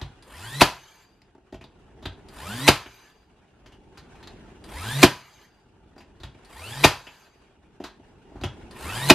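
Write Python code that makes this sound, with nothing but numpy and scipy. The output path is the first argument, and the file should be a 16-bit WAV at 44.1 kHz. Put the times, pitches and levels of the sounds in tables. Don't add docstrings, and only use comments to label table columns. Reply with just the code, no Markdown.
import sys
import numpy as np
from scipy import signal
from scipy.fft import rfft, irfft
from scipy.io import wavfile
from scipy.ndimage import uniform_filter1d

SR = 44100
rng = np.random.default_rng(int(sys.argv[2]) if len(sys.argv) > 2 else 0)


def store_wav(level_fs):
    pcm = np.round(np.clip(np.atleast_2d(level_fs), -1, 1) * 32767)
    wavfile.write(sys.argv[1], SR, pcm.T.astype(np.int16))


N = 403074


def gain_of(db):
    return 10 ** (np.asarray(db) / 20)


def evened(x):
    return x / np.sqrt(np.mean(x ** 2) + 1e-20)


def noise(length):
    return rng.standard_normal(length)


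def read(points, hz):
    f, value = np.transpose(points)
    return np.interp(np.log(hz + 1), np.log(f + 1), value)


def add(mix, s, sound):
    part = mix[max(round(s * SR), 0):][:len(sound)]
    part += sound[:len(part)]


def coloured(x, spectrum, rings=()):
    hz = np.fft.rfftfreq(len(x), 1 / SR)
    db = read(spectrum, hz)
    for f, width, lift_db in rings:
        db = db + lift_db / (1 + (2 * (hz - f) / width) ** 2)
    return irfft(rfft(x) * gain_of(db), len(x))


def patchy(x, patchy_db):
    z = signal.stft(x, nperseg=512)[2]
    field = uniform_filter1d(noise(z.shape), size=3, axis=0)
    field = uniform_filter1d(field, size=6, axis=1)
    return signal.istft(z * gain_of(patchy_db * evened(field)), nperseg=512)[1][:len(x)]


def resonate(x, hz, width):
    turn = np.exp(2j * np.pi * np.cumsum(hz * np.ones(len(x))) / SR)
    r = np.exp(-np.pi * width / SR)
    return 2 * (turn * signal.lfilter([1 - r], [1, -r], x / turn)).real


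def wander(length, width):
    return evened(resonate(noise(length), 0, width))


# (frequency [Hz], relative density [dB per Hz])
RUMBLE_SPECTRUM = [(12, -31.5), (20, -3), (48, 6), (102, -1.5), (201, -2), (236, -3.5), (387, -4),
                   (515, -14), (720, -17.5), (900, -11), (1170, -48), (1980, -120)]
# (frequency [Hz], relative density [dB per Hz])
RUSTLE_SPECTRUM = [(240, -29), (400, -7), (518, -17), (723, -12), (1250, -18.5), (1470, -16.5),
                   (2060, -23.5), (2790, -22), (4260, -32.5), (9370, -41), (15000, -66)]
# (time [s], rumble level [dB], rustle level [dB])
SHUFFLE_LEVELS = [(0, -43.5, -40.5), (.3, -47.5, -56.5), (1.0, -48.5, -51), (1.4, -48, -56),
                  (2.0, -40.5, -50.5), (2.2, -42, -50.5), (3.0, -49.5, -47.5), (3.3, -46.5, -49.5),
                  (3.8, -42, -52), (4.2, -40.5, -47), (4.6, -43.5, -51.5), (5.5, -47.5, -51.5),
                  (6.0, -41, -51.5), (6.4, -43.5, -49.5), (7.4, -48, -47.5), (7.6, -42.5, -52),
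                  (8.0, -43.5, -48.5), (8.25, -44.5, -53), (8.5, -39.5, -49.5)]
# (frequency [Hz], filter gain on white noise [dB])
SELF_NOISE_SPECTRUM = [(1000, -91), (6000, -81), (12000, -82), (15000, -94.5)]
# (frequency [Hz], width [Hz], level [dB])
FAINT_TONE = (2840, 30, -71)
# (frequency [Hz], side minus mid [dB])
BACKGROUND_SPREAD = [(60, -26), (110, -17.5), (200, -12), (380, -9.5), (700, -10.5), (1290, -6.5),
                     (2380, -4.5), (4400, -0.5), (8120, 4), (15000, 5)]


def background():
    s, rumble_db, rustle_db = np.transpose(SHUFFLE_LEVELS)
    t = np.arange(N) / SR
    rumble_gain = gain_of(np.interp(t, s, rumble_db) + 1.2 * wander(N, 15))
    rustle_gain = gain_of(np.interp(t, s, rustle_db) + 1.7 * wander(N, 15))
    tone_hz, tone_width, tone_db = FAINT_TONE
    pair = []
    for k in range(2):
        rumble = rumble_gain * evened(coloured(noise(N), RUMBLE_SPECTRUM))
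        rustle = rustle_gain * evened(patchy(coloured(noise(N), RUSTLE_SPECTRUM), patchy_db=2.5))
        hiss = coloured(noise(N), SELF_NOISE_SPECTRUM)
        tone = gain_of(tone_db) * evened(resonate(noise(N), tone_hz, tone_width))
        pair.append(rumble + rustle + hiss + tone)
    return pair[0], coloured(pair[1], BACKGROUND_SPREAD)


# (frequency [Hz], t60 [s])
GARAGE_DECAY = [(60, 0.38), (250, 0.12), (1000, 0.3), (3000, .27), (6000, 0.23), (12000, 0.081)]
GARAGE_DB = -9.5


def garage(x):
    taps = np.zeros(SR // 2)
    at = np.arange(200, len(taps) - 20, 20)
    taps[at + rng.integers(0, 20, len(at))] = rng.choice([-1., 1.], len(at))
    hz, t, z = signal.stft(taps, SR, nperseg=256)
    decay = gain_of(-60 * t / read(GARAGE_DECAY, hz)[:, None])
    tail = signal.istft(z * decay, SR, nperseg=256)[1]
    return gain_of(GARAGE_DB) * signal.fftconvolve(x, tail / np.linalg.norm(tail))[:N]


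JOLT, JOLT_S = 2.2, .008


def rung(modes, contact_s):
    t = np.arange(SR // 2) / SR
    hz, db, t60 = np.transpose(modes)[:, :, None]
    hz = hz * (1 + 0.033 * noise(hz.shape))
    side = (-1.) ** np.arange(len(hz))[:, None]
    ring = (side * gain_of(db - 60 * t / t60) * np.sin(2 * np.pi * hz * t)).sum(0)
    push = np.sin(np.pi * np.clip(t[:400] / max(contact_s, .0002), 0, 1))
    out = signal.fftconvolve(ring, push)[:len(t)] * (1 + JOLT * np.exp(-t / JOLT_S))
    return out / np.sqrt(np.mean(out[:3 * SR // 100] ** 2))


# (nominal frequency [Hz], relative level [dB], t60 [s])
PANEL_MODES = [(190, -7, 0.072), (279, 3, 0.049), (380, 1, 0.059), (462.5, -11.5, 0.18), (599, -4, 0.066),
               (679, -3, 0.18), (788, -2.5, 0.19), (887, -2.5, 0.16), (1024, -5, 0.12)]
# (nominal frequency [Hz], relative level [dB], t60 [s])
DOOR_MODES = [(32.3, -12.5, 0.09), (57.4, -5, 0.21), (98.6, -2, .22), (127.4, -0.5, 0.26),
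              (157, -4.5, 0.15)]


def panel_and_door(panel_db, panel_contact_s, door_db, door_contact_s):
    panel = gain_of(panel_db) * rung(PANEL_MODES, panel_contact_s)
    return panel + gain_of(door_db) * rung(DOOR_MODES, door_contact_s)


# (frequency [Hz], width [Hz], lift [dB])
HOUSING_RINGS = [(990, 130, 3.5), (1370, 410, 3), (1810, 78, 8), (2600, 110, 4), (3980, 160, 1),
                 (4750, 90, 8.5), (7160, 100, 7.5), (12500, 72, 4.5)]


def housed(x, spectrum):
    return coloured(x, spectrum, HOUSING_RINGS)


def burst(decay_s, rise_s, spectrum):
    t = np.arange(8192) / SR
    grain = evened(housed(noise(len(t)), spectrum))
    return grain * (1 - np.exp(-t / rise_s)) * np.exp(-t / max(decay_s, .0005))


# (frequency [Hz], relative density [dB per Hz])
CLATTER_SPECTRUM = [(290, -20), (500, -1.5), (875, 1), (2040, -4.5), (3420, -7.5), (5040, -9.5),
                    (5990, -10), (8330, -21), (11300, -22), (15400, -33)]


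def clatter(decay_s, rise_s):
    return burst(decay_s, rise_s, CLATTER_SPECTRUM)


# (time [s], click peak level [dB], click frequency [Hz],
# share of wide rattle [ratio], rattle decay [s], panel level [dB], door level [dB])
NOSE_KNOCKS = [(0.0137, -15, 3540, 0.38, 0.014, -33, -23.5), (1.2177, -33.5, 4700, 0.62, 0.0022, -56, -52),
               (1.35, -34.5, 1200, .5, 0.0051, -41.5, -57), (1.379, -43, 1500, .5, 0.0065, -43.5, -55),
               (1.5244, -28, 3740, 0.82, 0.015, -27.5, -32.5), (1.5429, -25.5, 2920, 1, .014, -29, -33.5),
               (1.6107, -28, 2630, .45, .018, -39, -39), (1.6396, -26, 3770, 0.28, 0.011, -40.5, -45),
               (2.025, -31, 3760, 0.51, 0.033, -40, -36), (2.055, -14, 3500, 0.23, 0.011, -29.5, -26),
               (2.8596, -22, 2610, 0.21, 0.013, -34.5, -37.5), (3.66, -29, 2980, 0.96, 0.019, -42.5, -41.5),
               (3.7214, -32.5, 2940, 0.53, 0.021, -53, -47.5), (3.9735, -27.5, 4180, 1, 0.018, -47, -42),
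               (4.153, -38.5, 2340, 0.55, .025, -49, -45), (4.2273, -31, 3730, .3, .015, -51, -44),
               (4.2728, -27, 4000, 0.4, 0.009, -51, -50), (5.9615, -35, 1500, 0.93, .012, -37, -52.5),
               (5.9791, -28, 4800, 0.98, 0.018, -45, -52), (6.005, -27.5, 2610, 0.62, 0.017, -42, -56),
               (6.2004, -32, 4000, 0.57, 0.024, -43, -35), (6.2331, -17.5, 3440, 0.38, .016, -37.5, -28),
               (6.347, -38.5, 2620, 0.23, .013, -44, -44.5), (7.0684, -20, 2800, 0.23, 0.015, -40, -46),
               (7.8009, -28.5, 2830, .65, 0.046, -23, -40), (7.8389, -15, 3850, 1, .022, -29.5, -45),
               (7.9965, -52, 2740, .45, 0.013, -42.5, -46), (8.317, -52.5, 2443, 0.41, .015, -41, -58.5),
               (8.3548, -36.5, 1000, .4, 0.052, -35.5, -35), (8.412, -27.5, 4140, 0.84, 0.014, -37, -27),
               (8.4362, -10.5, 3230, 0.65, 0.014, -25.5, -28), (8.445, -24, 1700, 0.67, .017, -34.5, -22)]
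SHARP, KNOCK_CONTACT_S = 1.61, 0.0013


def knocks(mix):
    for s, click_db, hz, wide, rattle_s, panel_db, door_db in NOSE_KNOCKS:
        snap = clatter(rattle_s, 0.0022) + SHARP * clatter(0.0026, 0.00073)
        click = resonate(resonate(snap, hz, 1400), hz, 1400) + wide * snap
        add(mix, s, gain_of(click_db) * click / abs(click).max())
        add(mix, s, panel_and_door(panel_db, KNOCK_CONTACT_S, door_db, 0.0069))


TRIGGER_DB, TRIGGER_HZ = -33, 4530


def trigger():
    tick = clatter(.01, 0.00055)
    click = resonate(tick, TRIGGER_HZ, 870) + 1.8 * resonate(tick, 2 * TRIGGER_HZ, 1200)
    return gain_of(TRIGGER_DB) * click


# (multiple of the wheel speed [ratio], relative whine level [dB])
POLE_WHINES = [(7, -20), (14, -9.5), (28, -9), (42, -20), (56, -23), (70, -23)]


def pole_whine(speed, turns, twice_db):
    length = len(speed)
    whine = np.zeros(length)
    for k, db in [(2, twice_db)] + POLE_WHINES:
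        fuzz = evened(resonate(noise(length), k * speed, k))
        chatter = gain_of(2.5 * wander(length, 25))
        whine += gain_of(db) * chatter * (np.sin(2 * np.pi * k * turns) + .8 * fuzz)
    whine = housed(whine, [(20, 0), (20000, 0)])
    return whine * 1.25 * np.minimum(speed / 90, 1) ** 1.5


# (frequency [Hz], relative density [dB per Hz])
BEARING_SPECTRUM = [(120, -36.5), (200, -9), (268, -6), (596, -5.5), (956, -2.5), (1260, -8), (1770, -7.5),
                    (2170, -8), (3410, -7), (6000, -17), (8950, -12), (12900, -17), (15400, -33.5)]
RUSH_HZ, RUSH_POWER = 2560, 0.49


def bearing_hiss(speed, turns):
    hiss = evened(patchy(housed(noise(len(speed)), BEARING_SPECTRUM), patchy_db=3.0))
    low = signal.sosfiltfilt(signal.butter(2, RUSH_HZ, fs=SR, output="sos"), hiss)
    hiss = low + (hiss - low) * (speed / speed[-1]) ** RUSH_POWER * 1.2
    hiss = hiss * (1 + 0.31 * np.cos(2 * np.pi * turns))
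    return hiss * gain_of(0.71 * wander(len(speed), 120))


# (wheel speed [Hz], response [dB])
DOOR_RESPONSE = [(30, -20), (55, -13), (81, -8), (93, -13), (113, -2), (130, 0), (147, -2)]


def door_shake(speed, turns):
    shake = np.sqrt(2) * np.sin(2 * np.pi * turns) * np.clip(speed / 60., 0, 1) ** 2
    shake = shake * gain_of(1.5 * wander(len(speed), 30))
    return gain_of(read(DOOR_RESPONSE, speed)) * shake


# (trigger time [s], speed the wheel nears [Hz], hiss level at FULL_HZ [dB],
# shake level before the door's response [dB], relative whine level on twice the speed [dB])
SPIN_UPS = [(0.2239, 229, -36.5, -32, -18.5), (2.285, 222.6, -34, -30, -5),
            (4.6396, 230.6, -34.5, -27.5, -20), (6.4476, 224.2, -34.5, -31, -20),
            (8.709, 226, -32, -28.5, -35)]
SPIN_S = .36
FULL_HZ, HISS_POWER = 141, 0.74
CLOSING_S, CLOSING_DB = .013, 8.5


def flywheel(mix):
    for (start, top_hz, full_db, shake_db, twice_db), shot in zip(SPIN_UPS, NAIL_SHOTS):
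        add(mix, start, trigger())
        t = np.arange(start, shot[0] + 0.0037, 1 / SR)
        speed = top_hz * (1 - np.exp(-(t - start) / SPIN_S))
        turns = np.cumsum(speed) / SR
        closing_db = CLOSING_DB * np.clip((t - shot[0] + CLOSING_S) / 0.0018, 0, 1)
        level = gain_of(full_db + closing_db) * (speed / FULL_HZ) ** HISS_POWER
        sound = level * (bearing_hiss(speed, turns) + pole_whine(speed, turns, twice_db))
        sound += gain_of(shake_db) * door_shake(speed, turns)
        add(mix, start, sound * signal.windows.tukey(len(t), .03))


# (frequency [Hz], relative density [dB per Hz])
COAST_SPECTRUM = [(290, -45.5), (500, -14), (929, -2.5), (4760, -9.5), (5720, -18.5), (6310, -9),
                  (8370, -23), (12600, -17.5), (14500, -60)]
# (frequency [Hz], width [Hz], lift [dB])
COAST_RESONANCES = [(937, 210, 5), (1570, 52, 6.5), (1730, 40, 6.5), (2300, 110, 7.5), (2900, 40, 6),
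                    (4750, 64, 10), (6300, 60, 10), (7300, 50, 12), (12300, 60, 13.5)]
# (time after the grip [s], level over COAST_DB [dB])
COAST_FADE = [(.02, 0), (.2, 0), (.3, -2.5), (.42, -4.5), (.47, -17.5), (.55, -19), (.7, -50)]
# (frequency [Hz], width [Hz], [(time after the grip [s], level over COAST_DB [dB])])
SINGING_PART = (4720, 34, [(.2, -20.5), (.45, -19), (.58, -26), (.62, -35)])
COAST_DB = -40.5


def coasting():
    t = np.arange(round(COAST_FADE[-1][0] * SR)) / SR
    whir = evened(patchy(coloured(noise(len(t)), COAST_SPECTRUM, COAST_RESONANCES), patchy_db=4.0))
    ring_hz, width, ring_fade = SINGING_PART
    ring = evened(resonate(noise(len(t)), ring_hz, width))
    whir = whir * gain_of(np.interp(t, *np.transpose(COAST_FADE)))
    ring = ring * gain_of(np.interp(t, *np.transpose(ring_fade)))
    return gain_of(COAST_DB) * (whir + ring)


# (frequency [Hz], relative density [dB per Hz])
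CRACK_SPECTRUM = [(180, -26), (300, -6), (534, -6), (1050, -5), (1810, -10.5), (2520, -7.5), (3800, -10),
                  (4560, -11), (5650, -15.5), (7110, -20), (7850, -22), (12100, -22), (15400, -39.5)]
BLOW_S = .0052


def shriek(hz):
    t = np.arange(round(.025 * SR)) / SR
    swell_s = [-.003, -.002, -.0003, 0, BLOW_S, BLOW_S + 0.0081]
    swell = np.interp(t - .004, swell_s, [0.016, 0.44, 0.019, 0.95, 0.97, 0.022])
    uneven = 0.071 * evened(uniform_filter1d(noise(len(t)), 60))
    turns = np.cumsum(hz * (1 + 18. * (t - .007) + uneven)) / SR
    slips = np.sin(2 * np.pi * turns) + 0.36 * np.sin(np.pi * turns) + 0.33 * np.sin(3 * np.pi * turns)
    grit = evened(coloured(noise(len(t)), CRACK_SPECTRUM))
    return swell * (0.4 * slips + 0.33 * grit)


def crack():
    return burst(0.0056, 0.0014, CRACK_SPECTRUM) + .5 * burst(0.04, 0.00038, CRACK_SPECTRUM)


# (grip time [s], relative shriek level [dB], shriek frequency 3 ms after the grip [Hz],
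# relative crack level [dB], panel level [dB], push of the nail [s], door level [dB])
NAIL_SHOTS = [(0.6099, 1, 2600, 1, -6, 0.00063, -15), (2.6790, 2.5, 2617, 1, -8.5, 0.0011, -13.5),
              (5.03, 3, 2514, 0, -3, .0013, -14), (6.8401, 3.5, 2448, 1.5, -7, 0.00076, -12),
              (9.1000, 7.5, 2586, -3, -3.5, 0.0011, -17)]


def shots(mix):
    for s, shriek_db, hz, crack_db, panel_db, contact_s, door_db in NAIL_SHOTS:
        add(mix, s - .004, gain_of(shriek_db) * shriek(hz))
        blow = s + BLOW_S
        add(mix, blow, gain_of(crack_db) * crack())
        add(mix, blow, panel_and_door(panel_db, contact_s, door_db, 0.00067))
        bottoming = burst(0.0028, 0.00064, CRACK_SPECTRUM)
        add(mix, blow + .004, gain_of(crack_db - 1.0) * bottoming)
        add(mix, s, coasting())


# (frequency [Hz], side minus mid [dB])
TOOL_SPREAD = [(60, -28), (200, -27), (700, -24), (1290, -22), (2380, -16), (4400, -9), (8120, -3),
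               (15000, -2)]


def scene():
    tool = np.zeros(N)
    knocks(tool)
    flywheel(tool)
    shots(tool)
    mid, side = background()
    scatter = noise(2048) * np.exp(-np.arange(2048) / SR / .006)
    near = signal.oaconvolve(tool, scatter / np.linalg.norm(scatter))[:N]
    mid = mid + tool + garage(tool)
    side = side + coloured(near + garage(tool), TOOL_SPREAD)
    return np.array([mid + side, mid - side])


BASS_CUT_HZ, EDGE_HZ = 30, 15600
DUCK_FROM_DB, DUCK_MOST_DB, DUCK_AT_START_DB = -23.5, 14.5, 10.5
DUCK_S, RECOVER_DB_PER_S = 0.013, 10


def record(dry):
    heard = signal.sosfilt(signal.butter(1, BASS_CUT_HZ, "high", fs=SR, output="sos"), dry)
    power = abs(uniform_filter1d((heard ** 2).mean(0), size=400, origin=199))
    power_db = 10 * np.log10(power + 1e-12)
    back_db = RECOVER_DB_PER_S * np.arange(N) / SR
    over_db = np.maximum(np.minimum(power_db, 0) - DUCK_FROM_DB + back_db, DUCK_AT_START_DB)
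    duck_db = np.clip(np.maximum.accumulate(over_db) - back_db, 0, DUCK_MOST_DB)
    r = np.exp(-1 / (DUCK_S * SR))
    duck_db = signal.lfilter([(1 - r) ** 2], [1, -2 * r, r ** 2], duck_db - DUCK_AT_START_DB)
    duck_db = duck_db + DUCK_AT_START_DB
    clipped = np.clip(heard / gain_of(duck_db), -.97, .97)
    treble_cut = signal.firwin(255, EDGE_HZ, window=("kaiser", 7), fs=SR)
    return signal.oaconvolve(clipped, treble_cut[None], "same")


dry = scene()
out = record(dry)
store_wav(out)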